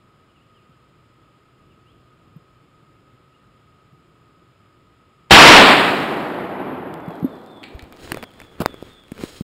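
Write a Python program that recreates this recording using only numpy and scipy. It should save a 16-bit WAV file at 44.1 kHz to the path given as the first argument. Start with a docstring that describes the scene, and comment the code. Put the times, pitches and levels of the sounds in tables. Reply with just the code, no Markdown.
"""A forest clearing, heard from the microphone of a small camera on a rifle. Birds call over quiet air
and a faint whine. A shot bursts an aerosol can and overloads the camera; the report scatters off the
near trees, then rolls back from far slopes, and droplets patter on dry leaves. Afterwards the rifle is
moved, right at the microphone: metal clinks, and the camera housing is rubbed and knocked."""
import sys
import numpy as np
from scipy import signal
from scipy.fft import rfft, irfft, next_fast_len
from scipy.io import wavfile
from scipy.ndimage import map_coordinates

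SR = 44100
rng = np.random.default_rng(int(sys.argv[2]) if len(sys.argv) > 2 else 0)


def to_wav(sig):
    """Store sig (one row per channel, or 1-D mono) as 16-bit WAV at the path in sys.argv[1].

    Samples outside -1..1 are clipped; the rate is SR.
    """
    pcm = np.clip(np.atleast_2d(sig), -1, 1) * 32767
    pcm = np.round(pcm).astype(np.int16)
    wavfile.write(sys.argv[1], SR, pcm.T)  # frames by channels


N = 421596
T = np.arange(N) / SR
HAMMER_S, SHOT_S, STOP_S = 5.299, 5.31, 9.424  # the action snaps, the report arrives, the sound ends
CAMERA_RATE_HZ = 12000

# Spectra at the microphone. Each row: frequency in Hz, relative level in dB.
AIR_COLOUR = [(12, -46), (20, -24), (43, -10), (76, -6.5), (128, 0), (211, -9), (377, -10.5), (889, -21),
              (1270, -14.5), (1590, -22.5), (3010, -24), (5240, -36), (6010, -49), (6910, -36.5),
              (15000, -52.5)]  # the quiet clearing
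TREES_COLOUR = [(30, -22), (90, -20.5), (160, -7.5), (260, -0.5), (520, -1), (950, 1), (1500, -1.5),
                (2600, -2.5), (4000, -8), (5100, -19), (5450, -25), (5950, -35.5), (9000, -45),
                (15000, -51.5)]  # the report off the near trees
SLOPES_COLOUR = [(40, -30), (100, -14.5), (200, -4), (300, -1), (520, -7), (750, -6), (1100, -10.5),
                 (2000, -19.5), (3200, -29.5), (4700, -45), (5900, -60.5), (15000, -69.5)]  # the report off the far slopes
PLASTIC_CLACK_COLOUR = [(150, -3), (500, -2.5), (1400, 4), (2600, -1), (3500, -48), (6000, -41),
                        (15000, -32)]  # the body of a contact
BRIGHT_CLICK_COLOUR = [(500, -46), (2500, 2.5), (4000, -1.5), (5000, 1), (6000, -26), (7500, -6),
                       (13000, -9), (15500, -14)]  # its sharp edge
CLOTH_RUSTLE_COLOUR = [(25, -5), (70, -1), (200, -5.5), (400, -1), (800, -14.5), (1500, -13), (2600, -17.5),
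                       (4000, -26.5), (6000, -39)]  # cloth pressing on the housing
CLOTH_HISS_COLOUR = [(700, -6), (2000, -2), (4000, 2.5), (5000, 0), (6000, -9), (7800, -5.5), (10000, -7.5),
                     (12000, -18), (15000, -11)]  # cloth sliding over it
STICK_SLIP_COLOUR = [(59, -27), (100, 5), (594, -1.5), (1290, -4.5), (2130, -24), (2630, -17.5),
                     (4940, -26), (5960, -37), (7200, -30), (15000, -27)]  # coarse scrapes
MIRROR_COLOUR = [(6500, -7.5), (7000, -8.5), (8500, -21.5), (10700, -37), (11700, -38.5), (12300, -37),
                 (13300, -39), (15500, -31.5)]  # the mirror image around the camera's sampling rate

# Narrow bands and resonances. Each row: frequency in Hz, width in Hz, relative level in dB.
WHINE_BANDS = [(1258, 47, -62.5), (5040, 70, -82)]  # the faint whine
STEEL_MODES = [(1530, 23, -12), (1780, 100, -4), (1970, 30, 0), (2310, 80, 5), (2400, 75, 4),
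               (2790, 110, -4), (3060, 37, 1), (3420, 40, -11), (3750, 85, -3)]  # the rifle's metal parts
HOUSING_MODES = [(3250, 93, 0.5), (4000, 90, 1.5), (5300, 33, -4), (6700, 51, -1), (7900, 270, -10.5),
                 (13800, 72, -17)]  # the camera housing; rubbing() widens the narrow ones

# The nearer bird. Each row: start in seconds, first and last pitch in Hz, level in dB.
NEAR_CHIRPS = [(.29, 3140, 2750, -64), (.355, 2980, 2480, -60), (.395, 2600, 3070, -61),
               (.537, 3400, 2410, -60.5), (1.694, 3110, 2500, -61), (1.85, 2520, 3550, -60),
               (3.328, 2550, 3020, -62)]
# The farther bird. Each row: start in seconds, first pitch in Hz, level in dB.
FAR_WHISTLES = [(7.0, 3516, -56), (7.23, 3640, -56.5), (7.46, 3620, -52.5), (8.12, 3540, -51.5),
                (8.36, 3576, -55), (8.615, 3610, -49), (8.87, 3645, -53)]
# Hand and shoulder on the stock. Each row: start in seconds, level in dB, pitch in Hz.
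STOCK_BUMPS = [(.455, -52, 150), (.692, -46, 150), (2.361, -33, 158), (3.928, -43, 139),
               (7.078, -20.5, 166), (7.226, -15.5, 165), (7.2445, -8, 262), (8.693, -35.5, 263),
               (9.193, -30.5, 216)]
# Pressure waves of muzzle and can. Each row: start in seconds, level in dB, push length in seconds.
PRESSURE_WAVES = [(5.3088, 7, 0.00063), (5.322, 12.5, 0.0015), (5.336, 15, 0.0016)]
# One roll from each far slope. Each row: crest in seconds, level in dB.
SLOPE_ROLLS = [(5.8, -21.5), (6.7, -28.5)]
# Showers of droplets. Each row: start in seconds, hold in seconds, level in dB.
DROPLET_SHOWERS = [(5.75, 0.17, -42.5), (7.1, 0.37, -65)]
# Sharp contacts of hand, sling and stock. Each row: start in seconds, clack in dB, click in dB.
HANDLING_TICKS = [(6.9406, -54, -43), (7.107, -48, -55), (7.155, -52, -56), (7.2003, -50, -57),
                  (7.572, -56, -61), (7.824, -49, -51), (7.9244, -41, -47), (8.076, -41, -54),
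                  (8.1195, -28, -26.5), (8.145, -31.5, -41), (8.172, -39, -42), (8.2271, -34.5, -41),
                  (8.239, -35.5, -40), (8.4017, -38.5, -49), (8.4162, -38, -50), (8.608, -35, -43),
                  (8.617, -41, -38), (8.653, -36, -52), (8.6594, -36, -33), (8.7425, -44, -52),
                  (9.1186, -44, -47), (9.179, -41.5, -55), (9.4085, -55, -60)]
# The rifle's metal parts meeting. Each row: start in seconds, peak level in dB.
METAL_CLINKS = [(7.6318, -28), (7.6383, -24.5), (7.7932, -29.5), (7.931, -40)]
# Cloth and hand over the housing. Each row: start in seconds, hold in seconds, rustle in dB, hiss in dB.
RUB_STROKES = [(8.048, .04, -44.5, -49), (8.119, 0.067, -42.5, -60), (8.412, 0.011, -48, -62),
               (8.6, 0.13, -48, -75), (8.859, 0.022, -49.5, -58.5), (9.212, 0.032, -40.5, -51),
               (9.233, 0.15, -53, -47.5)]
# Stick-slip scrapes. Each row: start in seconds, length in seconds, level in dB.
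SHORT_SCRAPES = [(8.226, 0.014, -32.5), (8.6, 0.027, -25), (8.617, 0.0313, -34)]
# Blows on the housing. Each row: start in seconds, level in dB, pitch in Hz, 60 dB decay in seconds.
HOUSING_KNOCKS = [(7.748, -28, 62, .066), (7.827, -32.5, 70, .06), (8.1195, -2.5, 1250, 0.00091),
                  (8.1194, -18, 328, 0.036), (8.1445, -19.5, 380, 0.016), (8.172, -18, 573, 0.0055),
                  (8.6041, -11, 213, 0.021), (8.617, -16.5, 413, 0.026), (8.66, 5, 730, 0.0014),
                  (8.742, -27, 400, 0.0086), (8.826, -19.5, 369, 0.0073), (9.119, -20, 230, 0.019),
                  (9.2369, -13, 294, 0.013), (9.4089, -16, 194.5, 0.022)]


def undb(db):
    """Decibels to gain."""
    return 10 ** (np.asarray(db) / 20)


def unit(x):
    """Scale to an rms of one."""
    return x / np.sqrt(np.mean(x ** 2) + 1e-30)


def butter(order, hz, kind="low"):
    """Sections of a Butterworth filter."""
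    return signal.butter(order, hz, kind, fs=SR, output="sos")


def shape(x, points):
    """Filter by (Hz, dB) points joined on a log-frequency axis."""
    size = next_fast_len(len(x))
    hz = np.arange(size // 2 + 1) * SR / size
    point_hz, point_db = np.transpose(points)
    gain = undb(np.interp(np.log(hz + 1e-3), np.log(point_hz), point_db))
    return irfft(rfft(x, size) * gain, size)[:len(x)]


def colour(x, points):
    """Give a signal a spectrum, at unit rms."""
    return unit(shape(x, points))


def resonate(x, hz, width_hz):
    """One resonance, gain one at its centre."""
    return signal.lfilter(*signal.iirpeak(hz, hz / width_hz, SR), x)


def noise_band(hz, width_hz):
    """Noise passed twice through one resonance, at unit rms."""
    once = resonate(rng.standard_normal(N), hz, width_hz)
    return unit(resonate(once, hz, width_hz))


def walk(per_s):
    """Smooth random wandering with a spread near one."""
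    points = rng.standard_normal(int(N / SR * per_s) + 2)
    return np.interp(T * per_s, np.arange(len(points)), points)


def grains(per_s, spread_db):
    """Random impulses of uneven size."""
    impulses = (rng.random(N) < per_s / SR) * rng.standard_normal(N)
    return impulses * undb(spread_db * rng.standard_normal(N))


def add(out, s, x):
    """Mix a short sound in at s seconds."""
    i = int(s * SR)
    out[i:i + len(x)] += x[:len(out) - i]


def fade(t, t60):
    """Exponential decay, 60 dB in t60 seconds."""
    return np.exp(-np.log(1000) * t / t60)


def swell(s, hold_s, rise_s, t60):
    """Gain that rises by 60 dB up to time s, holds, then dies away."""
    return fade(np.maximum(s - T, 0), rise_s) * fade(np.maximum(T - s - hold_s, 0), t60)


def swells(rows, rise_s, t60):
    """Joint gain of overlapping swells. Each row: start in seconds, hold in seconds, level in dB."""
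    return np.sqrt(sum((undb(db) * swell(s, hold_s, rise_s, t60)) ** 2 for s, hold_s, db in rows))


def clearing_air():
    """Quiet air all around; its low rumble wavers and swells once."""
    crest_s, width_s, rise_db = 2.2, .6, 3
    air = colour(rng.standard_normal(N), AIR_COLOUR)
    low = signal.sosfiltfilt(butter(2, 450), air)
    surge = undb(rise_db * np.exp(-((T - crest_s) / width_s) ** 2) - .7)
    rumble = low * surge * undb(1.3 * walk(6.6))
    murmur = noise_band(330, width_hz=130) * surge * undb(4 * walk(5.5))
    return undb(-56) * (air - low + rumble) + undb(-71) * murmur


def whine():
    """Two faint tones of unsteady pitch, each in a narrow haze of noise."""
    out = np.zeros(N)
    for hz, width, db in WHINE_BANDS:
        pitch = hz + .45 * width * walk(130)
        tone = unit(np.sin(2 * np.pi * np.cumsum(pitch) / SR))
        out += undb(db - 2.5) * (tone + .76 * noise_band(hz, 2 * width))
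    return out


def sing(notes, rough, echo_db):
    """Wavering notes smeared by the trees. Each row: start in seconds, pitch track in Hz, level in dB."""
    out, waver = np.zeros(N), walk(120)
    for s, pitch, db in notes:
        hz = pitch * (1 + rough * waver[int(s * SR):][:len(pitch)])
        envelope = np.sqrt(signal.windows.cosine(len(hz)))
        add(out, s, undb(db) * envelope * np.sin(2 * np.pi * np.cumsum(hz) / SR))
    trees = rng.standard_normal(SR) * fade(T[:SR], t60=.9)
    echo = signal.fftconvolve(out, trees / np.linalg.norm(trees))[:N]
    return (out + undb(echo_db) * echo) / np.hypot(1, undb(echo_db))


def birds():
    """A nearer bird sweeps its chirps at one speed; a farther one's whistles sag ever faster."""
    sweep_hz_per_s, whistle_s, sag_hz = 14000, .2, 447
    chirps = [(s, np.linspace(first, last, int(abs(last - first) / sweep_hz_per_s * SR)), db)
              for s, first, last, db in NEAR_CHIRPS]
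    sag = sag_hz * np.linspace(0, 1, int(whistle_s * SR)) ** 1.6
    whistles = [(s, first - sag, db) for s, first, db in FAR_WHISTLES]
    return sing(chirps, rough=.006, echo_db=-5) + sing(whistles, rough=.012, echo_db=0)


def swing(hz, t60, rise_s, low_cut_hz):
    """The damped housing swings for a few cycles, with no lasting push; peak of one."""
    t = T[:SR // 5]
    motion = np.sin(2 * np.pi * hz * t) * fade(t, t60) * (1 - np.exp(-t / rise_s))
    motion = signal.sosfilt(butter(1, low_cut_hz, "high"), motion)
    return motion / np.abs(motion).max()


def bumps():
    """Padded contacts on the stock reach the microphone as dull thuds."""
    out = np.zeros(N)
    for s, db, hz in STOCK_BUMPS:
        add(out, s, undb(db) * swing(hz, t60=.059, rise_s=.001, low_cut_hz=.72 * hz))
    return signal.sosfilt(butter(2, 80, "high"), out)


def scatter(gain, points, middle_s, loss_db, patchy_db):
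    """Countless echoes merge into noise; the air takes loss_db per kHz and second, up to 4 kHz."""
    echoes = colour(rng.standard_normal(N), points)
    age_s = np.clip(T, SHOT_S, 8) - middle_s  # brighter before middle_s, duller after
    out, below = 0, 0
    for khz in (.4, .8, 1.6, 2.8):
        low = signal.sosfiltfilt(butter(2, khz * 1000 * np.sqrt(2)), echoes)
        out += (low - below) * undb(-loss_db * age_s * khz)
        below = low
    out += (echoes - below) * undb(-loss_db * age_s * 4)
    return out * gain * undb(patchy_db * walk(45))


def shot():
    """The action snaps at the microphone, pressure waves arrive, and the forest answers near and far."""
    direct, t = np.zeros(N), T[:SR // 10]
    action = signal.sosfilt(butter(8, [700, 4700], "band"), rng.standard_normal(len(t)))
    add(direct, HAMMER_S, undb(-34) * unit(action[:SR // 50]))
    for s, db, push_s in PRESSURE_WAVES:
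        add(direct, s, undb(db) * (1 - t / push_s) * np.exp(-t / push_s))  # a sharp push, then suction
    trees = undb(4) * swell(SHOT_S, hold_s=.18, rise_s=.006, t60=1.13)
    slopes = swells([(s, 0, db) for s, db in SLOPE_ROLLS], rise_s=3.1, t60=4.6) * (T > SHOT_S)
    near = scatter(trees, TREES_COLOUR, middle_s=5.51, loss_db=3.5, patchy_db=.9)
    far = scatter(slopes, SLOPES_COLOUR, middle_s=6.61, loss_db=5.5, patchy_db=.6)
    return direct + near + far


def overload(x):
    """The report overdrives the coarse converter; its harmonics fold back down as a harsh bite."""
    ceiling = undb(1.1)
    moments = np.arange(0, N / SR + .01, 1 / CAMERA_RATE_HZ)
    samples = map_coordinates(x, [moments * SR], order=3)
    distortion = np.clip(samples, -ceiling, ceiling) - samples
    return x + signal.resample_poly(distortion, SR, CAMERA_RATE_HZ, window=("kaiser", 3))[:N]


def patter():
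    """A fine spray of droplets comes down on dry leaves."""
    leaves = [(1500, -22.5), (4000, 4.5), (6000, -14.5), (9000, -11.5), (15000, -16)]
    drops = colour(grains(5000, spread_db=4.5), leaves)
    return drops * swells(DROPLET_SHOWERS, rise_s=.6, t60=1.4)


def contact(points, t60):
    """A dry burst that dies at once; unit rms over its first 5 ms."""
    t = T[:SR // 5]
    burst = colour(rng.standard_normal(len(t)), points) * fade(t, t60)
    return burst / np.sqrt(np.mean(burst[:SR // 200] ** 2))


def ticks():
    """Light contacts close by: a plastic clack under a shorter click; fainter ones fall at random."""
    handling_s, length_s, stray_count, stray_db = 7.0, 2.4, 26, -60.5
    out = np.zeros(N)
    strays = [(handling_s + length_s * when, stray_db + 4 * clack, stray_db + 4 * click)
              for when, clack, click in rng.random((stray_count, 3))]
    for s, clack_db, click_db in HANDLING_TICKS + strays:
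        add(out, s, undb(clack_db) * contact(PLASTIC_CLACK_COLOUR, t60=.014))
        add(out, s, undb(click_db) * contact(BRIGHT_CLICK_COLOUR, t60=.0064))
    return out


def clinks():
    """Steel parts near the microphone meet with a crack and ring briefly."""
    out, t = np.zeros(N), T[:SR // 3]
    clink_colour = [(800, -28), (1700, 5), (4400, 1), (5600, -32), (15000, -35)]
    for s, db in METAL_CLINKS:
        push = rng.standard_normal(len(t)) * (fade(t, .011) + undb(-17.5) * fade(t, .46))
        ring = sum(undb(mode_db) * resonate(push, hz, width) for hz, width, mode_db in STEEL_MODES)
        clink = shape(ring + undb(1) * push, clink_colour)
        add(out, s, undb(db) * clink / np.abs(clink).max())
    return out


def rubbing():
    """Fine slips of cloth rustle, hiss and ring the housing around the microphone."""
    pressure = swells([(s, hold, db) for s, hold, db, _ in RUB_STROKES], rise_s=.28, t60=.33)
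    sliding = swells([(s, hold, db) for s, hold, _, db in RUB_STROKES], rise_s=.28, t60=.33)
    grip = swell(7.7, hold_s=1.9, rise_s=.5, t60=.5)  # the hand never rests fully
    rustle = colour(grains(2500, spread_db=0), CLOTH_RUSTLE_COLOUR) * (pressure + undb(-57.5) * grip)
    fibres = rng.standard_normal(N)
    ring = unit(sum(undb(db) * resonate(fibres, hz, max(width, 150)) for hz, width, db in HOUSING_MODES))
    friction = colour(rng.standard_normal(N), CLOTH_HISS_COLOUR)
    hiss = (undb(-3) * friction + undb(-7) * ring) * (sliding + undb(-68) * grip)
    return (rustle + hiss) * undb(2 * walk(48))


def knocks():
    """Each blow swings the housing; a harder contact is higher and has more tick against its thud."""
    tick_t60, rise_cycles, tick_db_per_octave = .0041, .089, 4.5
    out = np.zeros(N)
    for s, db, hz, t60 in HOUSING_KNOCKS:
        thud = swing(hz, t60, rise_s=rise_cycles / hz, low_cut_hz=.37 * hz)
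        tick = contact(BRIGHT_CLICK_COLOUR, tick_t60) + contact(PLASTIC_CLACK_COLOUR, tick_t60)
        tick_db = -4 + tick_db_per_octave * np.log2(hz / 1000)
        add(out, s, undb(db) * (thud + undb(tick_db) * tick / np.abs(tick).max()))
    return out


def scrapes():
    """Coarse sticking and slipping on the housing, in short bursts."""
    out = np.zeros(N)
    slips = colour(grains(2500, spread_db=1.5), STICK_SLIP_COLOUR)
    for s, length, db in SHORT_SCRAPES:
        piece = slips[int(s * SR):int((s + length) * SR)]
        add(out, s, undb(db) * unit(piece) * signal.windows.tukey(len(piece), .3))
    return out


def scene():
    """The clearing in mono, from the camera on the rifle."""
    handling = bumps() + knocks() + ticks() + clinks() + rubbing() + scrapes()
    return (overload(shot()) + patter() + handling + birds() + clearing_air() + whine())[None]


def record(dry):
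    """The camera's coarse sampling mirrors the sound as a thin sizzle; it saturates and cuts the top."""
    knee, stop_fade_s, top_hz = 6, .0021, 15700
    baseband = signal.sosfilt(butter(10, CAMERA_RATE_HZ * .46), dry[0])
    sizzle = shape(baseband * 2 * np.cos(2 * np.pi * CAMERA_RATE_HZ * T), MIRROR_COLOUR)
    mix = dry[0] + sizzle
    saturated = mix / (1 + np.abs(mix) ** knee) ** (1 / knee)
    running = np.clip((STOP_S - T) / stop_fade_s, 0, 1)
    top_cut = signal.ellip(10, .1, 60, top_hz, fs=SR, output="sos")
    return signal.sosfilt(top_cut, saturated * running)[None]


dry = scene()
out = record(dry)
to_wav(out)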